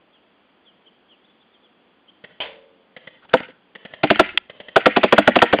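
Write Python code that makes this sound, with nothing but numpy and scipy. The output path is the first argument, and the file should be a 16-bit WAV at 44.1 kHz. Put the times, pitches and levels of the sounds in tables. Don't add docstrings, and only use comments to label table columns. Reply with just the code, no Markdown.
import sys
import numpy as np
from scipy import signal
from scipy.io import wavfile
from scipy.ndimage import uniform_filter1d

SR = 44100
rng = np.random.default_rng(int(sys.argv[2]) if len(sys.argv) > 2 else 0)


def file_out(sig):
    cols = np.atleast_2d(sig).T
    lim = np.clip(cols, -1, 1)
    pcm = np.round(lim * 32767).astype(np.int16)
    wavfile.write(sys.argv[1], SR, pcm)


N = 246959


def gain_of(db):
    return 10 ** (np.asarray(db) / 20)


def evened(x):
    return x / np.sqrt(np.mean(x ** 2) + 1e-20)


def burst(x):
    return x / np.sqrt(np.sum(x ** 2) / (SR / 100))


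def read(points, hz):
    f, value = np.transpose(points)
    return np.interp(np.log(hz + 1), np.log(f + 1), value)


def add(mix, start_s, sound):
    part = mix[max(round(start_s * SR), 0):][:len(sound)]
    part += sound[:len(part)]


def noise(points, size, peak_hz=1000, peak_db=0, octaves=0.31):
    hz = np.fft.rfftfreq(size, 1 / SR)
    resonance_db = peak_db * np.exp(-(np.log2((hz + 1) / peak_hz) / octaves) ** 2)
    phases = np.exp(2j * np.pi * rng.random(len(hz)))
    return evened(np.fft.irfft(gain_of(read(points, hz) + resonance_db) * phases, size))


def blow(t, rise, t60):
    shape = (1 - np.exp(-(t / rise) ** 2)) * np.exp(-np.log(1000) * t / t60)
    return shape / shape.max(-1, keepdims=True)


def crackle(size, depth_db=4):
    return gain_of(depth_db * evened(uniform_filter1d(rng.standard_normal(size), size=64)))


def tail(points, t60s):
    hz, t, bands = signal.stft(noise(points, SR), SR, nperseg=256)
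    decay = np.exp(-np.log(1000) * t / read(t60s, hz)[:, None])
    x = signal.istft(bands * decay, SR, nperseg=256)[1][:SR]
    return x / np.linalg.norm(x)


# frequency in Hz, level in dB.
AIR_SPECTRUM = [(15, -43.5), (25, -23.5), (149, -15), (180, -4), (255, -2.5), (393, -5.5), (418, -6.5),
                (454, -5.5), (758, -9), (823, -9.5), (1030, -10.5), (2120, -15.5), (3400, -14), (4420, -44),
                (7480, -120)]


def air(murmur_db=-58, hiss_db=-68):
    murmur = gain_of(murmur_db) * noise(AIR_SPECTRUM, N)
    hiss = gain_of(hiss_db) * noise([(1500, -31), (3400, 3.5), (4800, 4.0), (6500, -7.5)], N)
    return murmur + hiss


# start in seconds, length in seconds, top pitch in Hz, level in dB.
CHIRP_CALLS = [(0.11, 0.09, 3480, -55), (0.641, 0.084, 3490, -48.5), (0.849, 0.053, 3240, -47),
               (1.072, 0.097, 3380, -49), (1.235, 0.038, 3600, -54), (1.279, 0.055, 3500, -55.5),
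               (1.392, 0.052, 3550, -54.5), (1.515, 0.071, 3510, -53), (1.62, 0.062, 3460, -52.5),
               (2.074, 0.038, 3250, -44.5)]


def birds(climb_s=0.0224, climb_hz_per_s=13050, sag_hz_per_s=12000, quaver_hz=112):
    out = np.zeros(N)
    for start_s, length_s, top_hz, db in CHIRP_CALLS:
        size = int(length_s * SR)
        past_top = np.arange(size) / SR - climb_s
        glide = top_hz + np.minimum(climb_hz_per_s * past_top, -sag_hz_per_s * past_top)
        quaver = quaver_hz * evened(uniform_filter1d(rng.standard_normal(SR), size=150))[:size]
        whistle = np.sin(2 * np.pi * np.cumsum(glide + quaver) / SR)
        add(out, start_s, gain_of(db) * np.hanning(size) * whistle)
    return out


# frequency in Hz, level in dB.
YARD_COLOUR = [(80, -0.5), (200, -7.5), (450, -11), (800, -9.5), (1400, -5.5), (2100, 7), (3200, -1.5),
               (4600, -9.5), (5400, -30), (7000, -46.5)]
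# frequency in Hz, level in dB.
FIELD_COLOUR = [(80, -11), (250, -4), (600, -1), (1200, -3), (1950, -6), (2600, 0), (3400, -1.5),
                (5000, -8.5)]
# frequency in Hz, 60 dB decay in seconds.
YARD_DECAY = [(100, 0.57), (500, 0.26), (1500, 0.4), (2200, 0.3), (4000, 0.39)]


def yard(x, colour, build, count=3):
    t, out = np.arange(SR) / SR, np.zeros(N)
    for k in range(count):
        share = np.cos(np.pi * (np.arange(N) / SR * 3.1 + k / count)) * np.sqrt(2 / count)
        clumps = gain_of(2.5 * evened(uniform_filter1d(rng.standard_normal(SR), size=250)))
        path = tail(colour, YARD_DECAY) * clumps * (1 - np.exp(-(t / build) ** 2))
        out += signal.fftconvolve(x * share, path)[:N]
    return out


# start in seconds, level in dB before the common offset.
RIFLE_SHOTS = [(2.238, -25), (2.963, -24.5), (3.07, -24), (3.75, -24), (3.849, -22.5), (3.934, -22.5),
               (4.495, -24), (4.599, -23), (4.682, -24)]
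# frequency in Hz, level in dB.
REPORT_SPECTRUM = [(50, -20.5), (130, -13.5), (190, 2.5), (330, -14), (530, 4.5), (720, -6), (1100, -11.5),
                   (1600, -9.5), (1930, 4), (2350, -11.5), (3200, -3.5), (5000, -24), (7000, -29)]


def shots(level_db=-9):
    out, t = np.zeros(N), np.arange(SR // 8) / SR
    for start_s, db in RIFLE_SHOTS:
        pop = noise(REPORT_SPECTRUM, len(t)) * blow(t, 0.0042, 0.046)
        add(out, start_s, gain_of(db + level_db) * burst(pop))
    return out


# start in seconds, level in dB that all its parts share.
STRAY_SLAPS = [(2.403, -15)]
# frequency in Hz, level in dB.
PANEL_SPECTRUM = [(60, -7.5), (200, -10), (400, -4.5), (560, 9.5), (720, 3.5), (950, 4.5), (1300, -2.5),
                  (2200, 5.5), (3200, 6), (5000, -6), (7000, -19)]
# frequency in Hz, 60 dB decay in seconds.
PANEL_DECAY = [(100, 0.39), (350, 0.86), (520, 0.59), (800, 0.43), (2000, 0.41), (4000, 0.38)]
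# frequency in Hz, level in dB against the slap's row, 60 dB decay in seconds.
PANEL_TONES = [(397, -37.5, 0.38), (450, -26, 1.1), (537, -29.5, 1.4), (578, -26, 0.88), (998, -25.5, 0.42),
               (3530, -31, 0.61)]


def stray(slap_db=-9, ring_db=-5):
    out, t = np.zeros(N), np.arange(SR) / SR
    for start_s, db in STRAY_SLAPS:
        slap = noise(PANEL_SPECTRUM, SR, 3150, 20, 0.11) * blow(t, 0.0042, 0.11)
        add(out, start_s, gain_of(db + slap_db) * burst(slap))
        ring = tail(PANEL_SPECTRUM, PANEL_DECAY) * crackle(SR, depth_db=2.0)
        add(out, start_s, gain_of(db + ring_db) * burst(ring))
        for hz, mode_db, t60 in PANEL_TONES:
            tone = np.sin(2 * np.pi * (hz * t + rng.random()))
            add(out, start_s, gain_of(db + mode_db) * blow(t, 0.0046, t60) * tone)
    return out


# start in seconds, length in seconds, centre in Hz, level in dB.
RUSTLE_PUFFS = [(3.211, 0.053, 1406, -50), (3.242, 0.025, 905, -48.5), (3.285, .02, 3050, -43.5),
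                (3.292, 0.053, 1540, -47)]


def rustles():
    out = np.zeros(N)
    spectrum = [(100, -5.0), (600, -1.5), (4000, -8), (7000, -32.5)]  # (Hz, dB)
    for start_s, length_s, hz, db in RUSTLE_PUFFS:
        size = int(length_s * SR)
        puff = np.hanning(size) * noise(spectrum, size, hz, 11, 0.26)
        add(out, start_s, gain_of(db) * puff)
    return out


# frequency in Hz, level in dB, 60 dB decay in seconds.
BOARD_MODES = [(148, -10.5, 0.042), (206.3, -6, .11), (245.8, -2.5, 0.079), (304.6, -1.5, 0.092),
               (378, 1.5, 0.045), (438.8, -10.5, 0.072), (503, -3, 0.064), (572.5, -6.5, 0.065),
               (631.5, -1, 0.049), (693, -1, 0.054), (777.2, -4.5, 0.05), (882, -6.5, 0.036),
               (1013.5, -11, 0.044), (1159, -0.5, 0.043), (1344, -1.5, .035), (1432.5, 3.5, 0.027),
               (1625, -9.5, 0.048), (1840, -2.5, 0.048), (1970, -15, 0.013)]


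def board(t, lo, hi, favoured_hz, rise, favour_db=8, scatter_db=3):
    modes = np.array([mode for mode in BOARD_MODES if lo <= mode[0] < hi])
    hz, db, t60 = modes.T[:, :, None]
    favour = favour_db * np.exp(-(np.log2(hz / favoured_hz) / 0.16) ** 2)
    db = db + scatter_db * rng.standard_normal(hz.shape) + favour
    detuned_hz = hz * (1 + .025 * rng.standard_normal(hz.shape))
    turns = detuned_hz * t + rng.random(hz.shape)
    return burst(np.sum(gain_of(db) * blow(t, rise, t60) * np.sin(2 * np.pi * turns), 0))


def part_gain(law, force_db, firm_db):
    level_db, per_force, per_firmness = law
    return gain_of(level_db + per_force * force_db + per_firmness * firm_db)


# start in seconds, force in dB, firmness of the struck spot in dB,
# thud and knock pitch that the spot favours in Hz, level of the first tear in the card in dB.
TARGET_HITS = [(3.336, -3, 4.5, 225, 496, -26.5), (4.034, -1.5, -3, 328, 790, -32),
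               (4.105, 0.5, -3, 301, 595, -12.5), (4.195, 2.5, -1.4, 390, 624, -21.5),
               (4.762, -1, 2.5, 363, 768, -15.5), (4.861, 0, 1.2, 268, 460, -11),
               (4.9657, 0.9, -4.5, 385, 640, -17.5), (5.035, 0, -2, 361, 597, -15.5),
               (5.124, 1, 0, 421, 451, -40), (5.18, 1, 1, 304, 730, -30), (5.275, 0, 1.5, 226, 567, -28),
               (5.359, 0, -1, 279, 756, -16.5), (5.421, 0.47, 2, 361, 835, -10),
               (5.53, -0.5, 0.5, 332, 458, -20)]
# frequency in Hz, level in dB.
SNAP_SPECTRUM = [(60, -11), (300, -5.5), (1000, 2.5), (2000, 0), (2800, 1), (3600, 0), (4700, -8.5),
                 (6000, -18.5), (9000, -32.5)]
# frequency in Hz, level in dB.
FIZZ_SPECTRUM = [(3000, -50), (5300, -9.5), (6500, 6), (9000, 3.5), (15000, 4)]
# level in dB, dB per dB of force, dB per dB of firmness.
THUD_BY_FORCE = (-11, 1.1, -0.091)
KNOCK_BY_FORCE = (-6, 0.7, 0.89)
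CLACK_BY_FORCE = (-13, 3.1, 2.64)
SNAP_BY_FORCE = (-11.5, 1.1, .05)
FIZZ_BY_FORCE = (-8.5, 6.5, 3.6)


def hits(clack_hz=1410, lead_s=.0035, slap_db=-7, crumple_db=-14, push_db=-16):
    out, t = np.zeros(N), np.arange(SR // 6) / SR
    size = len(t)
    push_spectrum = [(20, -27.5), (80, 0.0), (160, 11), (400, -20), (1000, -69.5)]  # (Hz, dB)
    for start_s, force, firm, thud_hz, knock_hz, tear_db in TARGET_HITS:
        thud = part_gain(THUD_BY_FORCE, force, firm)
        knock = part_gain(KNOCK_BY_FORCE, force, firm)
        clack = part_gain(CLACK_BY_FORCE, force, firm)
        snap = part_gain(SNAP_BY_FORCE, force, firm)
        fizz = part_gain(FIZZ_BY_FORCE, force, firm)

        tick = noise(SNAP_SPECTRUM, size, clack_hz, 10) * blow(t, .001, .018)
        add(out, start_s - lead_s, gain_of(tear_db) * burst(tick))
        slap = noise(SNAP_SPECTRUM, size, clack_hz, 31, 0.67) * blow(t, 0.00059, 0.047)
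        add(out, start_s, clack * gain_of(slap_db) * burst(slap))
        crack = noise(SNAP_SPECTRUM, size) * blow(t, 0.00033, 0.055)
        add(out, start_s, snap * burst(crack))

        crumple = noise(SNAP_SPECTRUM, size) * crackle(size) * blow(t, 0.0036, 0.1)
        add(out, start_s, snap * gain_of(crumple_db) * burst(crumple))
        fizz_t60 = 0.032 * gain_of(2.5 * max(firm, 0))
        splinter = noise(FIZZ_SPECTRUM, size) * crackle(size) * blow(t, 0.0034, fizz_t60)
        add(out, start_s, fizz * burst(splinter))

        add(out, start_s, clack * board(t, 1100, np.inf, clack_hz, rise=0.0015))
        add(out, start_s, knock * board(t, 420, 1100, knock_hz, rise=0.0061))
        add(out, start_s, thud * board(t, 0, 420, thud_hz, rise=0.0083))

        push = noise(push_spectrum, size) * blow(t, 0.0036, 0.027)
        add(out, start_s, thud * gain_of(push_db) * burst(push))
    return out


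# delay in seconds, level in dB before the mix,
# centre in Hz, relative bandwidth (no unit), 60 dB decay of the smear in seconds.
NEAR_ECHOES = [(.039, -16, 2200, 0.38, 0.022), (0.093, -18.5, 2270, 0.26, 0.0078),
               (.146, -36, 350, .8, .008)]


def echoes(x):
    out, t = np.zeros(N), np.arange(SR // 20) / SR
    for delay_s, db, hz, width, smear_s in NEAR_ECHOES:
        band = noise([(20, 0), (20000, 0)], len(t), hz, 60, 2.5 * width)
        path = band * blow(t, .006, smear_s)
        path = path / abs(np.fft.rfft(path)).max()
        add(out, delay_s, gain_of(db) * signal.fftconvolve(x, path))
    return out


# frequency in Hz, level in dB.
TICK_SPECTRUM = [(80, -26.5), (400, -15.5), (1050, -14), (1480, 0.5), (1720, -6), (2050, 3.5), (2350, -5.5),
                 (3100, 1.5), (3600, -9.5), (4700, -10.5), (7000, -28.5)]


def rattle(level_db=-29, fall_db_per_s=130, count=12):
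    out, t = np.zeros(N), np.arange(SR // 20) / SR
    patter = blow(t, .007, .035)
    for start_s, *_ in TARGET_HITS:
        for delay_s, hz in rng.uniform([.03, 1400], [.17, 3000], (count, 2)):
            tick = burst(noise(TICK_SPECTRUM, len(t), hz, 7.8, 0.18) * patter)
            add(out, start_s + delay_s, gain_of(level_db - fall_db_per_s * delay_s) * tick)
    return out


# start in seconds, level in dB that tick and dull part share, ring in Hz, further level
# of the dull part in dB; common offsets follow.
BRIGHT_TICKS = [(3.402, -23, 1096, -2), (4.157, -11, 1440, -13.5), (4.289, -21, 2300, -25),
                (4.374, 1.5, 3420, -32.5), (5.388, -5, 2740, -13), (5.586, -10.5, 993, -3)]


def bright_ticks(level_db=-11, dull_offset_db=-5):
    out, t = np.zeros(N), np.arange(SR // 20) / SR
    dull_spectrum = [(50, -13), (300, 3.0), (900, 9.0), (2000, -36.0), (5000, -47.5)]  # (Hz, dB)
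    for start_s, db, hz, dull_db in BRIGHT_TICKS:
        tick = noise(TICK_SPECTRUM, len(t), hz, 12.6, 0.39) * blow(t, 0.0027, 0.0093)
        add(out, start_s, gain_of(db + level_db) * burst(tick))
        dull = noise(dull_spectrum, len(t)) * blow(t, 0.0054, 0.024)
        add(out, start_s, gain_of(db + dull_db + dull_offset_db) * burst(dull))
    return out


def scene():
    near, ticks, far, song = hits(), bright_ticks(), shots(), birds()
    near_scatter = yard(gain_of(-18.0) * near + gain_of(-39.5) * ticks, YARD_COLOUR, build=0.032)
    near_echo = near_scatter + gain_of(6.5) * echoes(near)
    far_echo = yard(gain_of(-3) * far + gain_of(-8.5) * song, FIELD_COLOUR, build=0.053)
    sources = near + ticks + far + song + rattle() + rustles() + stray() + air()
    return (sources + near_echo + far_echo)[None]


# frequency in Hz, gain in dB.
MICROPHONE_RESPONSE = [(15, -14), (55, -1.5), (3400, -1.5), (3800, -9.5), (4200, -13), (4750, -10),
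                       (5200, -49), (7000, -35), (10500, -38), (15000, -53)]


def record(dry, knee=9, hiss_db=-100, edge_hz=15700):
    hz = abs(np.fft.fftfreq(4096, 1 / SR))
    log_gain = np.log(gain_of(read(MICROPHONE_RESPONSE, hz)))
    taps = np.fft.ifft(np.exp(np.conj(signal.hilbert(log_gain)))).real[:1024]
    dull = signal.oaconvolve(dry, taps[None])[:, :N]
    clipped = dull / (1 + abs(dull) ** knee) ** (1 / knee)
    hissing = clipped + gain_of(hiss_db) * rng.standard_normal(N)
    band_limit = signal.firwin(255, edge_hz, window=("kaiser", 8), fs=SR)
    return signal.oaconvolve(hissing, band_limit[None], "same")


dry = scene()
out = record(dry)
file_out(out)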